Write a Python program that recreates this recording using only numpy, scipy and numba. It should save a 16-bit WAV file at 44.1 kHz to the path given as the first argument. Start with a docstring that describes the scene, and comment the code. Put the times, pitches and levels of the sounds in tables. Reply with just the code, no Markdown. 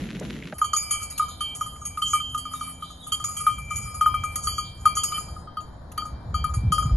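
"""A low rumble and clicking gravel on a forest path, then an abrupt change to an open pasture.
Close to the microphone a calf trots from right to left, a small sheet-metal bell on its collar.
The clapper bounces and chatters: each blow gives a short hollow note, singing shell tones and a jingle.
Far off an engine hums and small birds twitter; a breeze grows on the phone's microphone."""
import sys
import numpy as np
from scipy import signal
from scipy.fft import rfft, irfft
from scipy.io import wavfile
from scipy.ndimage import uniform_filter1d
from numba import njit

SR = 44100
rng = np.random.default_rng(int(sys.argv[2]) if len(sys.argv) > 2 else 0)


def store_wav(level_fs):
    """Save 16-bit WAV to argv[1]."""
    pcm = np.round(np.clip(np.atleast_2d(level_fs), -1, 1) * 32767)
    wavfile.write(sys.argv[1], SR, pcm.T.astype(np.int16))


N = 306936
TIME = np.arange(N) / SR
LEFT_RIGHT = np.array([[1], [-1]])


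def undb(db):
    """Decibels to gain."""
    return 10 ** (np.asarray(db) / 20)


def unit(x):
    """Scale to rms 1."""
    return x / np.sqrt(np.mean(x ** 2))


def curve(rows, column=1):
    """One column of a table, joined by straight lines in time."""
    rows = np.array(rows)
    return np.interp(TIME, rows[:, 0], rows[:, column])


def over_hz(points):
    """A table of f/Hz and value, read at every spectral bin."""
    hz, value = np.transpose(points)
    return np.interp(np.log(np.fft.rfftfreq(N, 1 / SR) + 1), np.log(hz + 1), value)


def drift(rate):
    """Smooth random wander with a spread near 1."""
    hold = int(SR / rate)
    steps = np.repeat(rng.standard_normal(N // hold + 1), hold)
    return 1.3 * uniform_filter1d(uniform_filter1d(steps, hold), hold)[:N]


def band(x, lo_hz, hi_hz):
    """Gentle band-pass."""
    sos = signal.butter(2, [lo_hz, min(hi_hz, SR / 2 - 100)], "band", fs=SR, output="sos")
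    return signal.sosfilt(sos, x + 1e-18)


def coloured(x, spectrum, share=1):
    """Shape a signal by a table of f/Hz and level/dB."""
    return irfft(rfft(x) * undb(over_hz(spectrum)) * share, N)


def air(spectrum, apart_hz):
    """Stereo noise, rms 1; the channels share the bass and part above apart_hz."""
    hz = np.fft.rfftfreq(N, 1 / SR)
    mid = coloured(rng.standard_normal(N), spectrum)
    side = coloured(rng.standard_normal(N), spectrum, share=hz / (hz + apart_hz))
    return unit(mid + side * LEFT_RIGHT)


def grains(rate, spread_db):
    """Random tiny impacts of uneven size, rms 1."""
    return unit((rng.random(N) < rate / SR) * rng.standard_normal(N) * undb(spread_db * rng.random(N)))


def bursts(rows, below, above):
    """One dying puff of noise a row, in a band round its centre frequency."""
    out, t = np.zeros(N + SR), TIME[:SR // 2]
    for start, db, hz, t60 in rows:
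        puff = band(rng.standard_normal(len(t)) * undb(-60 * t / t60), hz / below, hz * above)
        i = int(start * SR)
        out[i:i + len(t)] += undb(db) * puff / np.abs(puff).max()
    return out[:N]


# rumble on the path: f/Hz, relative level/dB
PATH_RUMBLE = [(18, -27), (59, 1.5), (97, -13), (128, -0.5), (192, 2.5), (550, -17.5), (1110, -32),
               (1830, -26.5), (4080, -31.5), (4870, -43), (6100, -35.5), (7500, -38), (9000, -79),
               (11000, -31.5), (13000, -64)]
def forest_path():
    """A low rolling rumble and the crackle of fine grit."""
    rumble = undb(-36) * air(PATH_RUMBLE, apart_hz=1380) * undb(2.1 * drift(22.1))
    grit = band(grains(rate=260, spread_db=14), 1100, 3500)
    return rumble + undb(-39) * grit


# gravel near the microphone: t/s, peak level/dB, centre f/Hz, t60/s
STONES = [(.038, -35, 2430, .025), (.089, -33, 2200, 0.019), (.159, -35, 2670, 0.037),
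          (.198, -37, 8700, 0.016), (.198, -31.5, 6430, .014), (.21, -25.5, 523, 0.088),
          (.222, -36, 1700, .06), (.331, -35, 3000, .015), (.363, -37, 1900, .015), (.424, -29, 2010, 0.02),
          (.435, -36, 2700, 0.051), (.455, -39, 2600, 0.035), (.525, -26.5, 630, 0.14),
          (.525, -27.5, 1890, 0.037)]
def stones():
    """Stones click as they are knocked on the path."""
    return bursts(STONES, below=1.33, above=1.22)


# open air over the pasture: f/Hz, relative level/dB
FIELD_AIR = [(100, 6), (300, -1.5), (400, -6.5), (700, -2.5), (1100, -7), (1800, -17), (2700, -39),
             (4000, -22), (6000, -36.5), (12000, -102)]
def pasture_hush():
    """A soft hush, a little stronger on the left."""
    level_db = curve([(.6, -49.5), (2.9, -51), (3.3, -49.5), (6.9, -44.5)]) + 0.92 * drift(3.3)
    return undb(level_db + LEFT_RIGHT) * air(FIELD_AIR, apart_hz=430)


# wind right on the microphone: t/s, level/dB
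BREEZE = [(.55, -47), (2.1, -43.5), (2.95, -47.5), (3.35, -39), (4.8, -38.5), (5.6, -45), (6.05, -37.5),
          (6.4, -36.5), (6.66, -30.5), (6.76, -29.5), (6.95, -31.5)]
# its rumble: f/Hz, relative level/dB
WIND_RUMBLE = [(12, -57.5), (20, -40.5), (53, 1), (75, 1.5), (151, -7.5), (185, -13), (248, -20),
               (372, -37.5), (500, -27.5), (650, -82.5), (1100, -120)]
def breeze():
    """Moving air rumbles unevenly on the microphone."""
    return undb(curve(BREEZE) + 2 * drift(12)) * air(WIND_RUMBLE, apart_hz=1150)


# engine in the distance: t/s, firing f/Hz, level/dB
ENGINE = [(.55, 86, -64), (1.7, 86, -57), (2.05, 86, -52), (2.7, 86.5, -51), (3.1, 86, -54),
          (3.25, 86, -72)]
def far_engine():
    """Three firing harmonics, their phases jumbled by the long path through moving air."""
    phase = 2 * np.pi * np.cumsum(curve(ENGINE) * (1 + 0.0061 * drift(7.4))) / SR
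    firing = sum(undb(db + 2 * drift(6.57)) * np.sin(harmonic * phase + 0.91 * drift(8.5))
                 for harmonic, db in enumerate([0, -2, -2], start=1))
    return undb(curve(ENGINE, column=2)) * firing


def taps(times, db):
    """A force of single impulses, one a blow."""
    return np.bincount(np.clip(np.round(times * SR).astype(int), 0, N - 1), undb(db), N)


def last_blow(times):
    """Index of the latest blow at every sample."""
    return np.maximum(np.searchsorted(times, TIME, "right") - 1, 0)


def bounces(times, db, t60):
    """After a blow the clapper bounces many times on the wall, ever more softly."""
    fade = signal.lfilter([1], [1, -undb(-60 / (t60 * SR))], taps(times, db) + 1e-18)
    return uniform_filter1d(fade, size=160) * grains(rate=2500, spread_db=9.9)


@njit
def mode(force, hz, t60, pitch):
    """One damped resonance whose frequency follows the pitch factor."""
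    out, z, pole = np.empty(len(force)), 0j, 0j
    for i in range(len(force)):
        if i % 256 == 0:
            pole = np.exp((2j * np.pi * hz * pitch[i] - np.log(1000) / t60) / SR)
        z = z * pole + force[i] + 1e-18
        out[i] = z.imag
    return out


# the clapper rolls round the rim: t/s, length/s, low jingle drive/dB, top jingle drive/dB
RIM_ROLLS = [(0.747, 0.034, -19.5, -24), (0.903, 0.12, -31, -34), (1.557, 0.048, -27, -38),
             (2.04, 0.085, -27, -30.5), (2.502, 0.13, -29, -32.5), (3.24, 0.27, -29, -35.5),
             (3.692, 0.041, -22, -31), (3.808, 0.13, -35.5, -34.5), (4.416, 0.025, -17.5, -30),
             (4.47, 0.032, -39, -38), (5.063, 0.15, -29, -28)]
def chatter(column, trot_end_s=4.9, trot_db=-44.5, walk_db=-60.5, attack_s=0.029, release_db_per_s=234):
    """The loose clapper ticks, more at a trot than at a walk, and at times rolls round the rim."""
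    level = undb(np.interp(TIME, [trot_end_s, trot_end_s + 0.023], [trot_db, walk_db]))
    for roll in RIM_ROLLS:
        start, length = roll[:2]
        attack = np.clip((TIME - start) / attack_s, 0, 1)
        level += attack * undb(roll[column] - release_db_per_s * np.clip(TIME - start - length, 0, 1))
    return level * undb(4.5 * drift(30)) * grains(rate=740, spread_db=1.5)


# modes of the hollow note; opposite signs make it swell for a few ms: f/Hz, level/dB, t60/s, weight
HOLLOW_MODES = [(1231.7, 4.5, 0.11, 0.82), (1269, 6.5, 0.021, -0.8), (1234.5, -15, 0.12, 0.95),
                (1020, -28.5, 0.46, 0.45)]
def hollow_note(times, db, rattle, pitch):
    """The bell's strongly damped main note, roughened by the bouncing clapper."""
    force = taps(times, db) + undb(-37.5) * rattle + undb(-36) * bounces(times, db, t60=.12)
    return sum(weight * undb(gain) * mode(force, float(hz), t60, pitch)
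               for hz, gain, t60, weight in HOLLOW_MODES)


# hum, ring and upper ring of the shell: f/Hz, t60/s, rise/s, beat/Hz, beat depth 0-1
SHELL_TONES = [(2348, 1.3, .02, 3, .12), (3162, .7, .005, 17, .07), (4572, .4, .003, 9, .12)]
# upper ring against a blend of ring and jingle: t/s, level/dB
UPPER_RING = [(.65, -11), (.9, -6), (1.2, -13), (2.05, -19.5), (2.6, -6), (3.15, -11), (4.2, -16.5),
              (4.48, 3), (4.98, -6.5), (5.1, -3.5), (6.0, -0.5), (6.35, -3), (6.8, -12)]
def shell_tones(times, force_db, hum_db, ring_db, jingle_db, pitch, brake_t60=0.024, full_jolt_db=-21.5):
    """Long singing tones; each contact jolts their phase and pitch, and feeds or brakes them."""
    upper_db = np.interp(times, *np.transpose(UPPER_RING)) + 0.68 * ring_db + 0.32 * jingle_db
    hardness = np.minimum(undb(force_db - full_jolt_db), 1)
    last = last_blow(times)
    age = np.abs(TIME - times[last])
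    brake_db = 60 * TIME / brake_t60  # the fastest a tone can fall
    out = 0
    for (hz, t60, rise, beat_hz, depth), db in zip(SHELL_TONES, (hum_db, ring_db, upper_db)):
        swing_db = np.maximum.accumulate(db[last] - 60 * age / t60 + brake_db) - brake_db
        swing = uniform_filter1d(undb(swing_db), size=int(rise * SR))
        jolt, detune = rng.standard_normal((len(times), 2)).T
        # the bell swings on its strap, so pitch and loudness waver
        tuning = 1 + 0.00139 * detune[last] + 0.001197 * drift(25)
        phase = 2 * np.pi * np.cumsum(hz * pitch * tuning) / SR
        phase += 1.46 * uniform_filter1d(np.cumsum(jolt * hardness)[last], size=400)
        rough = undb(-15) * (drift(90) * np.sin(phase) + drift(90) * np.cos(phase))
        tone = np.sin(phase) + depth * np.sin(phase - 2 * np.pi * beat_hz * TIME) + rough
        sway_db = 1.3 * drift(30) + 1.4 * drift(11)
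        out += swing * undb(sway_db) * tone
    return out


def struck_modes(modes, times, db, rattle, pitch, spot_spread_db=3, waver=0.0033):
    """The clapper lands on another spot each time, so mode strengths vary; their pitches waver."""
    total = np.sqrt(sum(undb(gain) ** 2 for _, gain, _ in modes))
    out = 0
    for hz, gain, t60 in modes:
        force = taps(times, db + spot_spread_db * rng.standard_normal(len(times)))
        force += rattle * undb(5.6 * drift(12))
        out += undb(gain) / total * mode(force, float(hz), t60, pitch * (1 + waver * drift(45)))
    return out


# short-lived modes close to the ring: f/Hz, relative level/dB, t60/s
CLANK_MODES = [(3062, 0, .075), (3015, -9, .05), (3250, -14, .04)]
def clank(times, db, rattle, pitch):
    """A short clank, fed by blows, bounces and chatter."""
    contacts = undb(-30.5) * bounces(times, db, t60=0.044) + undb(-43) * rattle
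    return band(struck_modes(CLANK_MODES, times, db - 12.5, contacts, pitch), 3070, 3190)


# high shell modes, lower and top group: f/Hz, relative level/dB, t60/s
LOW_JINGLE = [(4941, -11, .85), (5110, -15, .15), (5330, -18, .1), (5673, -18, .2), (5900, -17, .06),
              (6260, -16, .08), (6430, -14, .07), (6632, -4, .2), (6815, 0, .18), (6922, 1.5, .15),
              (7407, -15, .15), (7780, -16, .07), (8139, -3, .17), (8387, -3, .11), (8677, -7, .12)]
TOP_JINGLE = [(9517, -6, .1), (9819, -4, .11), (9926, -3, .11), (10190, 0, .11), (10430, 0, .14),
              (10798, 5, .2), (10870, 0, .15), (11345, 2, .3), (11584, 1, .16)]
def jingle(times, low_db, top_db, low_contacts, top_contacts, pitch):
    """The thin shell rings brightly under blows and small contacts."""
    low = struck_modes(LOW_JINGLE, times, low_db - 8.5, low_contacts, pitch)
    top = struck_modes(TOP_JINGLE, times, top_db - 9, top_contacts, pitch)
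    return band(low, 5850, 14200) + band(top, 9800, 10640)


# metal landing on metal: f/Hz, relative level/dB
SNAP_COLOUR = [(900, -8.5), (1700, -4), (2700, 5), (4000, -5.5), (5600, -4.5), (7000, 0.5), (7800, -13),
               (9200, 5), (10500, 9), (12000, 2.5)]
# bands whose strength differs from blow to blow: low f/Hz, high f/Hz
SNAP_BANDS = [(700, 2500), (2500, 4800), (4800, 7500), (7500, 12500)]
def snap(times, db, rise_s=0.0014, spread_db=3.5):
    """A dry crack as the clapper lands, then a stuttering tinny clatter."""
    fade = 0
    for gain_db, t60 in ((18.5, .022), (17, .08)):  # crack, clatter
        decay = undb(-60 / (t60 * SR))
        fade += signal.lfilter([np.sqrt(1 - decay ** 2)], [1, -decay], taps(times, db + gain_db) + 1e-18)
    rise = np.exp(-1 / (rise_s * SR))
    envelope = signal.lfilter([1 - rise], [1, -rise], fade)
    noise = coloured(rng.standard_normal(N), SNAP_COLOUR)
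    band_gains = undb(spread_db * rng.standard_normal((len(times), len(SNAP_BANDS)))).T
    last = last_blow(times)
    crack = sum(band(noise, lo, hi) * gain[last] for (lo, hi), gain in zip(SNAP_BANDS, band_gains))
    stutter = undb(3 * drift(140))
    return envelope * stutter * crack


# colour of the bell's dense weak modes: f/Hz, relative level/dB
SHIMMER = [(1000, -20), (1800, -15), (2700, -13), (3700, -37), (4700, 3), (5400, -18), (6300, -28),
           (7700, -42), (8300, 10), (9100, -24), (9900, 15.5), (11500, 4.5), (12300, -25)]
def shimmer(force, t60=0.14, rise_s=0.004, count=52):
    """Many weak modes, unevenly spaced, turn every tick into a short metallic tinkle."""
    t = TIME[:SR // 3]
    place, size, start = rng.random((count, 3)).T[:, :, None]
    hz = 1400 + 10600 * (np.arange(count)[:, None] + place) / count
    tones = np.sum((.5 + size) * np.sin(2 * np.pi * (hz * t + start)), axis=0)
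    tail = tones * undb(-60 * t / t60) * (1 - np.exp(-t / rise_s))
    wash = signal.fftconvolve(force, tail / np.sqrt(2 * np.sum(tail ** 2)))[:N]
    return coloured(wash, SHIMMER)


def scatter(x, t60):
    """Diffuse echo from grass and trees, different in each channel."""
    t = TIME[:SR]
    tail = rng.standard_normal((2, SR)) * undb(-60 * t / t60) * (1 - np.exp(-t / 0.00098))
    return signal.fftconvolve(x[None], tail / np.sqrt(np.sum(tail[0] ** 2)), axes=1)[:, :N]


# phase between the microphone ports: f/Hz, lead of the left port/rad
PORT_PHASE = [(100, 0), (1200, -.2), (2350, .45), (3165, .7), (4575, 1.8), (4940, 3.9), (5500, 6.1),
              (6900, 7.3), (8300, 9), (10250, 10.35), (10800, 10.9), (11400, 12.2), (12000, 12.5)]
def at_microphone(bell):
    """The bell reaches the two ports slightly out of step, with a faint echo from the pasture."""
    left_db = over_hz([(1200, 0.046), (2350, 0.48), (3150, -0.87), (4570, -1.1), (6500, -0.006)])
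    left = np.exp(.5j * over_hz(PORT_PHASE)) * undb(left_db)
    direct = irfft(rfft(bell) * np.array([left, 1 / left]), N)
    return direct + undb(-15.5) * scatter(bell.mean(axis=0), t60=0.31)


# clapper blows; the spot struck decides how hard each voice is driven:
# t/s, hollow note/dB, hum/dB, ring/dB, low jingle/dB, top jingle/dB, snap/dB
BLOWS = [(0.582, -44, -66, -61, -39, -25, -28.5), (0.615, -11, -49, -35.5, -31, -26.5, -32),
         (0.643, -22, -46.5, -30.5, -28, -27, -44), (0.733, -12.5, -55, -28.5, -16.5, -17, -29),
         (0.763, -26.5, -34.5, -45, -17, -10.5, -40), (0.823, -42, -37.5, -48, -33, -23, -55),
         (0.908, -28, -37, -32, -18.5, -10.5, -26), (0.939, -31.5, -36, -36.5, -23, -30, -53),
         (1.03, -36, -40, -44.5, -23, -25.5, -70.0), (1.101, -56, -42, -51, -26.5, -23, -48),
         (1.178, -45.5, -52, -61, -23.5, -15.5, -23), (1.196, -13, -42, -40.5, -42, -50, -65),
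         (1.222, -22.5, -47, -39.5, -47.0, -25.5, -68), (1.284, -31.5, -53, -44, -34, -31, -70),
         (1.407, -23, -40.5, -26.5, -29, -16, -36.5), (1.551, -43, -66, -49, -25.5, -22, -41),
         (1.61, -18, -53, -36.5, -27.5, -22, -36), (1.661, -31.5, -71, -37.5, -37, -26, -50),
         (1.759, -38.5, -62, -49, -49, -46, -54), (1.816, -34, -58, -53, -40.5, -46, -58),
         (1.853, -35.5, -47.5, -43, -22.5, -17.5, -38), (1.973, -20.5, -55.5, -56, -35, -25.5, -43),
         (2.02, -20, -62, -20, -23, -18, -36), (2.079, -42.5, -57.0, -34.5, -20, -41, -51),
         (2.133, -12.5, -31.5, -27.5, -27, -15, -47), (2.201, -27.5, -65, -25, -36.5, -53, -51),
         (2.346, -20.5, -66, -41, -32.0, -43, -32.5), (2.377, -33, -63, -32.5, -27.5, -18.5, -43),
         (2.453, -27.0, -55, -38.5, -35.5, -34, -45), (2.536, -24, -49, -49, -30, -32.5, -47),
         (2.61, -22, -45.5, -34.5, -40, -38, -70.0), (2.823, -27.5, -57, -38.5, -68, -35, -43.5),
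         (2.902, -36.5, -69, -49, -47.5, -40, -55), (3.067, -38, -62, -52, -42, -27, -46),
         (3.121, -23.5, -54, -20, -23, -16, -32), (3.152, -36, -54, -34.5, -51, -47, -66),
         (3.2, -29.5, -66.0, -36.5, -32, -29, -48), (3.241, -26, -48.5, -45.5, -19, -21, -28),
         (3.367, -35, -42.5, -34, -27, -21, -42), (3.404, -28, -43, -48, -31, -15.5, -45),
         (3.466, -10, -30.5, -38, -35, -18, -22.5), (3.497, -24.5, -42, -31, -52, -40, -72),
         (3.582, -32, -39, -49.0, -38, -24, -71), (3.707, -24.5, -34.5, -49, -30, -28, -42),
         (3.758, -64, -34, -49, -25, -14.5, -37), (3.875, -38, -42, -51, -45, -39, -52),
         (3.944, -33, -45, -59, -30, -19, -42), (4.01, -11.5, -41, -33, -30, -18, -31),
         (4.06, -8.5, -43, -34.5, -35, -22.5, -45), (4.141, -16, -34.5, -33.5, -42, -27, -37),
         (4.236, -20.5, -34.5, -42, -33, -25, -38), (4.357, -29, -57, -42, -22, -15, -27),
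         (4.383, -33.5, -51, -45, -34, -33, -50), (4.432, -43, -62, -63, -27, -29, -48),
         (4.471, -17.5, -47, -30, -33, -15, -37), (4.581, -21.5, -44, -31, -28, -20, -40),
         (4.855, -8.5, -35.5, -35, -25, -16.5, -27.5), (4.953, -37, -53, -48, -21, -17, -44),
         (4.969, -19, -51, -28.5, -21.5, -13.5, -42), (5.035, -26, -48.5, -42, -15, -10.5, -28),
         (5.121, -23, -38, -40, -39, -28, -40), (5.179, -26, -45.5, -49, -37, -30, -70.0),
         (5.284, -40, -60, -48.5, -50, -34, -65), (5.363, -34.5, -95.5, -60.5, -60, -51.0, -63),
         (5.473, -34.5, -99.0, -53, -66, -63, -80), (5.57, -21.5, -73, -38, -60, -44, -42),
         (5.605, -44, -70, -53.5, -47.5, -48, -47), (5.917, -49, -86, -75, -56, -53, -37),
         (5.977, -22, -44.5, -34.5, -37, -31, -25), (6.02, -25, -73, -44, -42, -40, -56),
         (6.053, -31, -60, -54.5, -36.5, -34, -61), (6.343, -18, -46.5, -33.5, -32.5, -30, -49),
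         (6.441, -17, -46.5, -41.5, -39, -27.5, -31), (6.492, -32, -56, -60, -46, -47, -60),
         (6.539, -29, -48, -47.5, -33.5, -24, -42), (6.721, -14.5, -61, -29, -19.5, -11.5, -30),
         (6.781, -16, -46.0, -33, -32, -17, -44.0), (6.826, -23, -62, -37, -31.5, -38, -70.0),
         (6.859, -27.5, -52, -43, -42, -36, -56), (6.894, -31, -57, -50, -42.5, -54, -70.0)]
# the calf first runs away from the microphone, then comes closer: t/s, pitch factor
DOPPLER = [(0, .9925), (3.0, .9925), (3.2, .999), (6.9, 1.0005)]
# it crosses from right to left: t/s, left minus right level of the bell's lower voices/dB
CROSSING = [(.6, -1.5), (1.8, -0.5), (2.6, -0.8), (3.4, 1), (4.2, 2), (5.2, 1), (6.4, 3.5)]
def cowbell():
    """The collar bell, close by: one clapper drives all the voices of the sheet-metal shell."""
    times, hollow_db, hum_db, ring_db, low_db, top_db, snap_db = np.transpose(sorted(BLOWS))
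    pitch = curve(DOPPLER)
    low_rattle, rattle = chatter(column=2), chatter(column=3)
    low_buzz, top_buzz = bounces(times, low_db, t60=0.03), bounces(times, top_db, t60=0.02)
    low_contacts = undb(-39) * low_rattle + undb(-24) * low_buzz
    top_contacts = undb(-39) * rattle + undb(-27) * top_buzz
    ticks = taps(times, snap_db - 1) + undb(-9.5) * rattle
    ticks += undb(-0.5) * top_buzz + undb(-10.5) * low_buzz
    body = hollow_note(times, hollow_db, rattle, pitch)
    body += undb(-1.5) * shell_tones(times, hollow_db, hum_db, ring_db, (low_db + top_db) / 2, pitch)
    treble = clank(times, (hollow_db + ring_db) / 2, rattle, pitch)
    treble += jingle(times, low_db, top_db, low_contacts, top_contacts, pitch)
    treble += snap(times, snap_db) + shimmer(ticks)
    pan = undb(curve(CROSSING) * LEFT_RIGHT / 2)
    return at_microphone(band(body * pan + treble, 690, 10900))  # so small a bell radiates no bass


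# birds off in the wood: t/s, length/s, first f/Hz, last f/Hz, relative level/dB, trill depth/share of f
SYLLABLES = [(1.12, .018, 3580, 4400, -43, 0), (1.156, .018, 4700, 4030, -40, 0),
             (1.161, 0.021, 3950, 4400, -48, 0.016), (1.188, 0.04, 3290, 4550, -43, 0.02),
             (1.207, 0.016, 4330, 3300, -40.5, 0.009), (1.267, 0.092, 3990, 3760, -39.5, 0.1),
             (1.384, 0.028, 3200, 4120, -44, 0.049), (2.53, 0.054, 3800, 3550, -41.5, 0.041),
             (2.782, 0.18, 3640, 3840, -42.5, 0.089), (2.971, 0.07, 3640, 3880, -40.5, 0.015),
             (3.008, 0.046, 3620, 3250, -39, 0), (4.62, .09, 3860, 3570, -44, 0.14)]
def birds(trill_hz=99):
    """Quick clear glides and buzzy trills, smeared by the trees."""
    song = np.zeros(N)
    for start, length, first_hz, last_hz, db, depth in SYLLABLES:
        i, count = int(start * SR), int(length * SR)
        trill = 1 + depth * np.sin(2 * np.pi * trill_hz * TIME[:count])
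        hz = np.linspace(first_hz, last_hz, count) * trill
        song[i:i + count] += undb(db) * np.hanning(count) * np.sin(2 * np.pi * np.cumsum(hz) / SR)
    return undb(-8) * song + undb(-3) * scatter(song, t60=.45)


# gusts straight onto the microphone: t/s, relative level/dB, centre f/Hz, t60/s
GUSTS = [(6.115, -27, 78.4, 0.2), (6.32, -21.5, 84, 0.29), (6.39, -22, 65, 0.58), (6.565, -18, 84, 0.18),
         (6.632, -15.5, 85.5, 0.16), (6.665, -17.5, 80, 0.13), (6.702, -21, 141, 0.07),
         (6.851, -14, 109, 0.028), (6.908, -10.5, 57.4, .18)]
def buffets():
    """Separate low thumps of air as the breeze rises."""
    return band(bursts(GUSTS, below=1.34, above=1.25), 30, 230)


def scene(path_end_s=.538):
    """The forest path gives way abruptly to the pasture."""
    path = forest_path() + stones()
    pasture = pasture_hush() + breeze() + far_engine() + buffets() + birds() + cowbell()
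    in_pasture = np.clip((TIME - path_end_s) / 0.0024, 0, 1)
    return (1 - in_pasture) * path + in_pasture * pasture


def record(dry, top_hz=12000):
    """The phone cuts the top treble steeply."""
    return signal.sosfilt(signal.ellip(8, .2, 70, top_hz, fs=SR, output="sos"), dry)


dry = scene()
out = record(dry)
store_wav(out)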